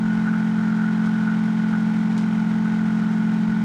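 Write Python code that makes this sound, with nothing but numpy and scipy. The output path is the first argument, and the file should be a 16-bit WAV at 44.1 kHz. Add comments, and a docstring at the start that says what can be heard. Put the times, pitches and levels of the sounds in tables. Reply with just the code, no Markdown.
"""A cotton candy machine runs steadily on a wooden table in a small room. From the start, its
unbalanced spinning head makes the housing hum and buzz, a bearing sings and chatters once or twice
per turn, and the steel bowl rings as air whirs round it. Two soft, low bumps come right away, then
the bearing starts to knock now and then. Light taps sound in the room at about 1.1 and 2.2 seconds,
and one more bump comes just before the end."""
import sys
import numpy as np
from scipy import signal
from scipy.fft import rfft, irfft
from scipy.io import wavfile

SR = 44100
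rng = np.random.default_rng(int(sys.argv[2]) if len(sys.argv) > 2 else 0)


def master_out(mix):
    """Clip the mix to full scale and print it as 16-bit PCM to the path in sys.argv[1]."""
    frames = np.transpose(np.atleast_2d(mix))
    ceiling = np.clip(frames, -1, 1)
    pcm = np.round(ceiling * 32767).astype(np.int16)
    wavfile.write(sys.argv[1], SR, pcm)


N = 160524

# tones of the housing's hum and buzz (multiple of the spin speed, relative level [dB])
HOUSING_TONES = [(1, -41), (2, -31.5), (3, -17.5), (4, -3.5), (5, 1), (6, -16.5), (7, -23), (8, -30),
                 (9, -30), (10, -27.5), (11, -35.5), (12, -41), (13, -38.5), (14, -65), (15, -29.5),
                 (16, -30), (17, -37.5), (18, -31.5), (19, -44), (20, -26.5), (21, -29), (22, -40.5),
                 (23, -35), (24, -31), (25, -34.5), (26, -32), (27, -38.5), (28, -36.5), (29, -32.5)]
# how strongly the housing's own resonance sounds (time [s], level [dB])
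THROB_LEVELS = [(0, -38.5), (.6, -40.5), (1.5, -38), (2.25, -29.5), (2.8, -40), (3.0, -30), (3.3, -33),
                (3.6, -29)]
# loose drone of the bowl and table (pitch [Hz], width [Hz], level [dB])
DRONE_RINGS = [(188, 4.7, -40.5), (219, 37, -43), (156, 57, -47), (282, 16, -53.5), (42, 10, -62.5)]
# where the head rubs in each turn (start [turns], fade time [turns], relative level [dB])
RUB_SPOTS = [(.65, 0.33, -8.5), (.95, 0.15, -3)]
# rattle of the bearing (pitch [Hz], width [Hz], relative level [dB])
RATTLE_RINGS = [(1390, 23, -48), (1458, 140, -43.5), (1569, 90, -51), (1814, 75, -55)]
# how the bearing's chatter comes and goes (time [s], relative level [dB])
CHATTER_LEVELS = [(0.0, -46), (0.1, -37.5), (0.23, -40.5), (0.28, -31.5), (0.32, -44), (0.33, -35.5),
                  (0.41, -39.5), (0.88, -36), (0.94, -45), (0.96, -37), (1.26, -39.5), (1.27, -33.5),
                  (1.38, -41.5), (1.5, -39), (1.52, -49.5), (1.66, -38), (1.71, -43), (1.74, -34.5),
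                  (1.84, -42), (2.62, -43.5), (2.64, -39.5), (3.45, -44), (3.52, -39.5), (3.63, -42)]
# thin rings of the steel bowl (pitch [Hz], width [Hz], level [dB])
BOWL_RINGS = [(868, 130, -52.5), (1990, 200, -54.5), (3030, 23, -63.5), (3220, 33, -70), (6760, 40, -72),
              (8230, 60, -75)]
# tone colour of the air and friction noise (frequency [Hz], relative level [dB])
WHIR_COLOUR = [(20, -13), (45, -5), (110, -2.5), (330, 2), (440, 0), (600, -7.5), (720, 2), (900, 3.5),
               (1100, -3), (1300, 0), (1700, -3), (2100, -2), (2650, -10), (3200, -9.5), (4200, -15),
               (5400, -17.5), (7200, -22.5), (9000, -27.5), (11000, -33), (13000, -42), (15300, -39)]
# how long the room echoes (frequency [Hz], time to fade by 60 dB [s])
ECHO_TIMES = [(300, 0.24), (3000, .4), (7000, 0.23), (10000, 0.2), (14000, 0.077)]
# soft, low bumps (time of the peak [s], swell and fade time [s], level [dB])
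LOW_BUMPS = [(0.066, 0.023, -40), (0.173, .03, -42), (3.495, .022, -37)]
# harder knocks of the bearing (time [s], relative level [dB])
BEARING_KNOCKS = [(.270, -35), (.336, -29), (.612, -33), (.727, -35), (.955, -40), (1.072, -30.5),
                  (1.209, -35), (1.279, -32), (1.735, -29), (2.655, -30), (3.020, -32)]
# tones a knock sets ringing (pitch [Hz], relative level [dB], time to fade by 60 dB [s])
KNOCK_TONES = [(1512, -1.5, 0.073), (1289, 0.5, 0.055), (1677, -8, .04), (810, -16, 0.025)]
# light taps (time [s], relative level [dB])
LIGHT_TAPS = [(1.0607, -22.5), (2.1795, -14)]
# tone colour of a tap (frequency [Hz], boost or cut [dB])
TAP_FILTER = [(300, -25), (1800, -12), (2900, 2.5), (4600, 3), (6000, -0.5), (7800, -3.5), (10500, -14),
              (12000, -21), (15000, -25)]

SPIN_HZ = 43.585  # turns of the head per second


def amp(db):
    """Turns decibels into a number to multiply a sound by."""
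    return 10 ** (np.asarray(db) / 20)


def evened(x):
    """Scales a signal so that its average strength (rms) is 1."""
    return x / np.sqrt(np.mean(x ** 2) + 1e-20)


def look_up(table, hz):
    """Reads between the rows of a frequency table, on a scale of octaves."""
    row_hz, value = np.transpose(table)
    return np.interp(np.log(hz + 1), np.log(row_hz + 1), value)


def coloured(x, gain):
    """Turns each frequency f in a sound up or down by gain(f)."""
    return irfft(rfft(x) * gain(np.fft.rfftfreq(len(x), 1 / SR)), len(x))


def drift(rate_hz):
    """A smooth random wobble of strength 1, mostly slower than rate_hz."""
    return evened(coloured(rng.standard_normal(N), lambda f: 1 / (1 + (f / rate_hz) ** 4)))


def rings(table):
    """Random shaking keeps a part ringing: each row gives a narrow band of noise."""
    out = 0
    for hz, width, db in table:
        band = coloured(rng.standard_normal(N), lambda f: 1 / (1 + (1.32 * (f - hz) / width) ** 2))
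        out += amp(db) * evened(band)
    return out


def housing(turns):
    """The unbalanced head shakes the housing: low tones hum, high ones buzz where the head rubs."""
    t = np.arange(N) / SR
    mains_hz, hum_db, buzz_db = 120.4, -19.5, -21.5
    resonance, buzz_from = 4.5, 12  # multiples of the spin speed
    buzz_spot = .69  # share of a turn
    out = amp(-51) * np.sqrt(2) * np.sin(2 * np.pi * mains_hz * t)  # faint electric hum
    for multiple, db in HOUSING_TONES:
        if multiple < buzz_from:
            # the resonance spreads each turn's push out in time
            spread = 1.45 if multiple < resonance else 0.647
            lag = spread * (multiple - resonance) ** 2
            out += amp(hum_db + db) * np.cos(2 * np.pi * multiple * turns - lag)
        else:
            scatter = 0.72 * rng.standard_normal()  # puts the buzz tones a little out of step
            out += amp(buzz_db + db) * np.cos(2 * np.pi * multiple * (turns - buzz_spot) + scatter)
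    # the resonance lies halfway between two hum tones, so it throbs on every second turn
    throb = np.cos(2 * np.pi * resonance * turns + .7 * drift(2))
    return out + amp(np.interp(t, *np.transpose(THROB_LEVELS))) * throb


def rubbing(turns, depth):
    """A loudness pulse: friction catches quickly and dies away at the same spots in every turn."""
    rise_turns = 0.034
    swell = 0
    for start, fade, db in RUB_SPOTS:
        since = (turns - start) % 1
        catch = 1 - np.exp(-(since / rise_turns) ** 2)
        swell += amp(db) * catch * np.exp(-since / fade)
    return evened(1 - depth + depth * swell)


def thin_tone(hz, waver, db):
    """A pure tone whose pitch wavers at random; waver is a share of the pitch."""
    pitch_hz = hz * (1 + waver * drift(19.9))
    return amp(db) * evened(np.sin(2 * np.pi * np.cumsum(pitch_hz) / SR))


def bearing(turns):
    """The bearing's whine and rattle come and go, chopped up unevenly by every turn."""
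    chatter_db = np.interp(np.arange(N) / SR, *np.transpose(CHATTER_LEVELS)) + 39.5
    whine = thin_tone(hz=1470.5, waver=.003, db=-42.5) * amp(0.99 * chatter_db)
    rattle = rings(RATTLE_RINGS) * amp(chatter_db)
    flutter = evened(amp(0.7 * drift(32)))
    return (whine + rattle) * rubbing(turns, depth=0.69) * flutter


def bowl(turns):
    """Every turn sets the steel bowl ringing again."""
    ringing = thin_tone(hz=848.4, waver=0.0032, db=-52.5) + rings(BOWL_RINGS)
    return ringing * rubbing(turns, depth=0.69)


def room_echo(x):
    """The room sends a sound back as many tiny echoes; the highest frequencies fade first."""
    echoes_per_s = 4000
    echoes = rng.standard_normal(SR) * (rng.random(SR) < echoes_per_s / SR)
    hz, t, spectrum = signal.stft(echoes, SR, nperseg=256)
    fade = amp(-60 * t / look_up(ECHO_TIMES, hz)[:, None])
    tail = signal.istft(spectrum * fade, SR, nperseg=256)[1]
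    return signal.fftconvolve(x, tail / np.linalg.norm(tail))[:N]


def whir(turns):
    """Air and friction noise, with a little room echo, pulses as the head spins."""
    ripple = 1 + .07 * sum(np.cos(2 * np.pi * per_turn * turns) for per_turn in (8, 10))
    air = rng.standard_normal(N)
    air = air + amp(-12) * room_echo(air)
    flutter = amp(0.77 * drift(26))
    pulsing = air * rubbing(turns, depth=0.41) * ripple * flutter
    return amp(-40.5) * evened(coloured(pulsing, lambda f: amp(look_up(WHIR_COLOUR, f))))


def bumps(hz=63):
    """Each soft bump is a low tone that quickly swells and fades."""
    out = 0
    for peak, length, db in LOW_BUMPS:
        t = np.arange(N) / SR - peak
        out += amp(db) * np.exp(-(t / length) ** 2) * np.sin(2 * np.pi * hz * t)
    return out


def clicks(table):
    """One sharp click for each row of (time [s], level [dB])."""
    return sum(amp(db) * (np.arange(N) == round(start * SR)) for start, db in table)


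def knocks(rise_s=0.00071):
    """Now and then the bearing knocks harder and rings briefly."""
    t = np.arange(SR // 4) / SR
    ring = sum(amp(db - 60 * t / fade) * np.sin(2 * np.pi * hz * t) for hz, db, fade in KNOCK_TONES)
    rise = 1 - np.exp(-(t / rise_s) ** 2)
    return signal.fftconvolve(clicks(BEARING_KNOCKS), ring * rise)[:N]


def taps():
    """Two small, hard ticks, each followed by the room's echo."""
    ticks = coloured(clicks(LIGHT_TAPS), lambda f: amp(look_up(TAP_FILTER, f)))
    return ticks + amp(2.5) * room_echo(ticks)


def scene():
    """The spinning head sets the machine's rhythm; a drone, bumps, knocks and taps join in."""
    speed_hz = SPIN_HZ * (1 + .0002 * drift(1))
    wobble = 0.0011 * drift(13)
    turns = .33 + np.cumsum(speed_hz) / SR + wobble  # how far the head has turned
    machine = housing(turns) + rings(DRONE_RINGS) + bearing(turns) + bowl(turns) + whir(turns)
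    return (machine + bumps() + knocks() + taps())[None]


def record(dry):
    """Cuts away the very highest treble."""
    low_pass = signal.firwin(511, cutoff=15300, window=("kaiser", 9), fs=SR)
    return signal.oaconvolve(dry, low_pass[None], "same")


dry = scene()
out = record(dry)
master_out(out)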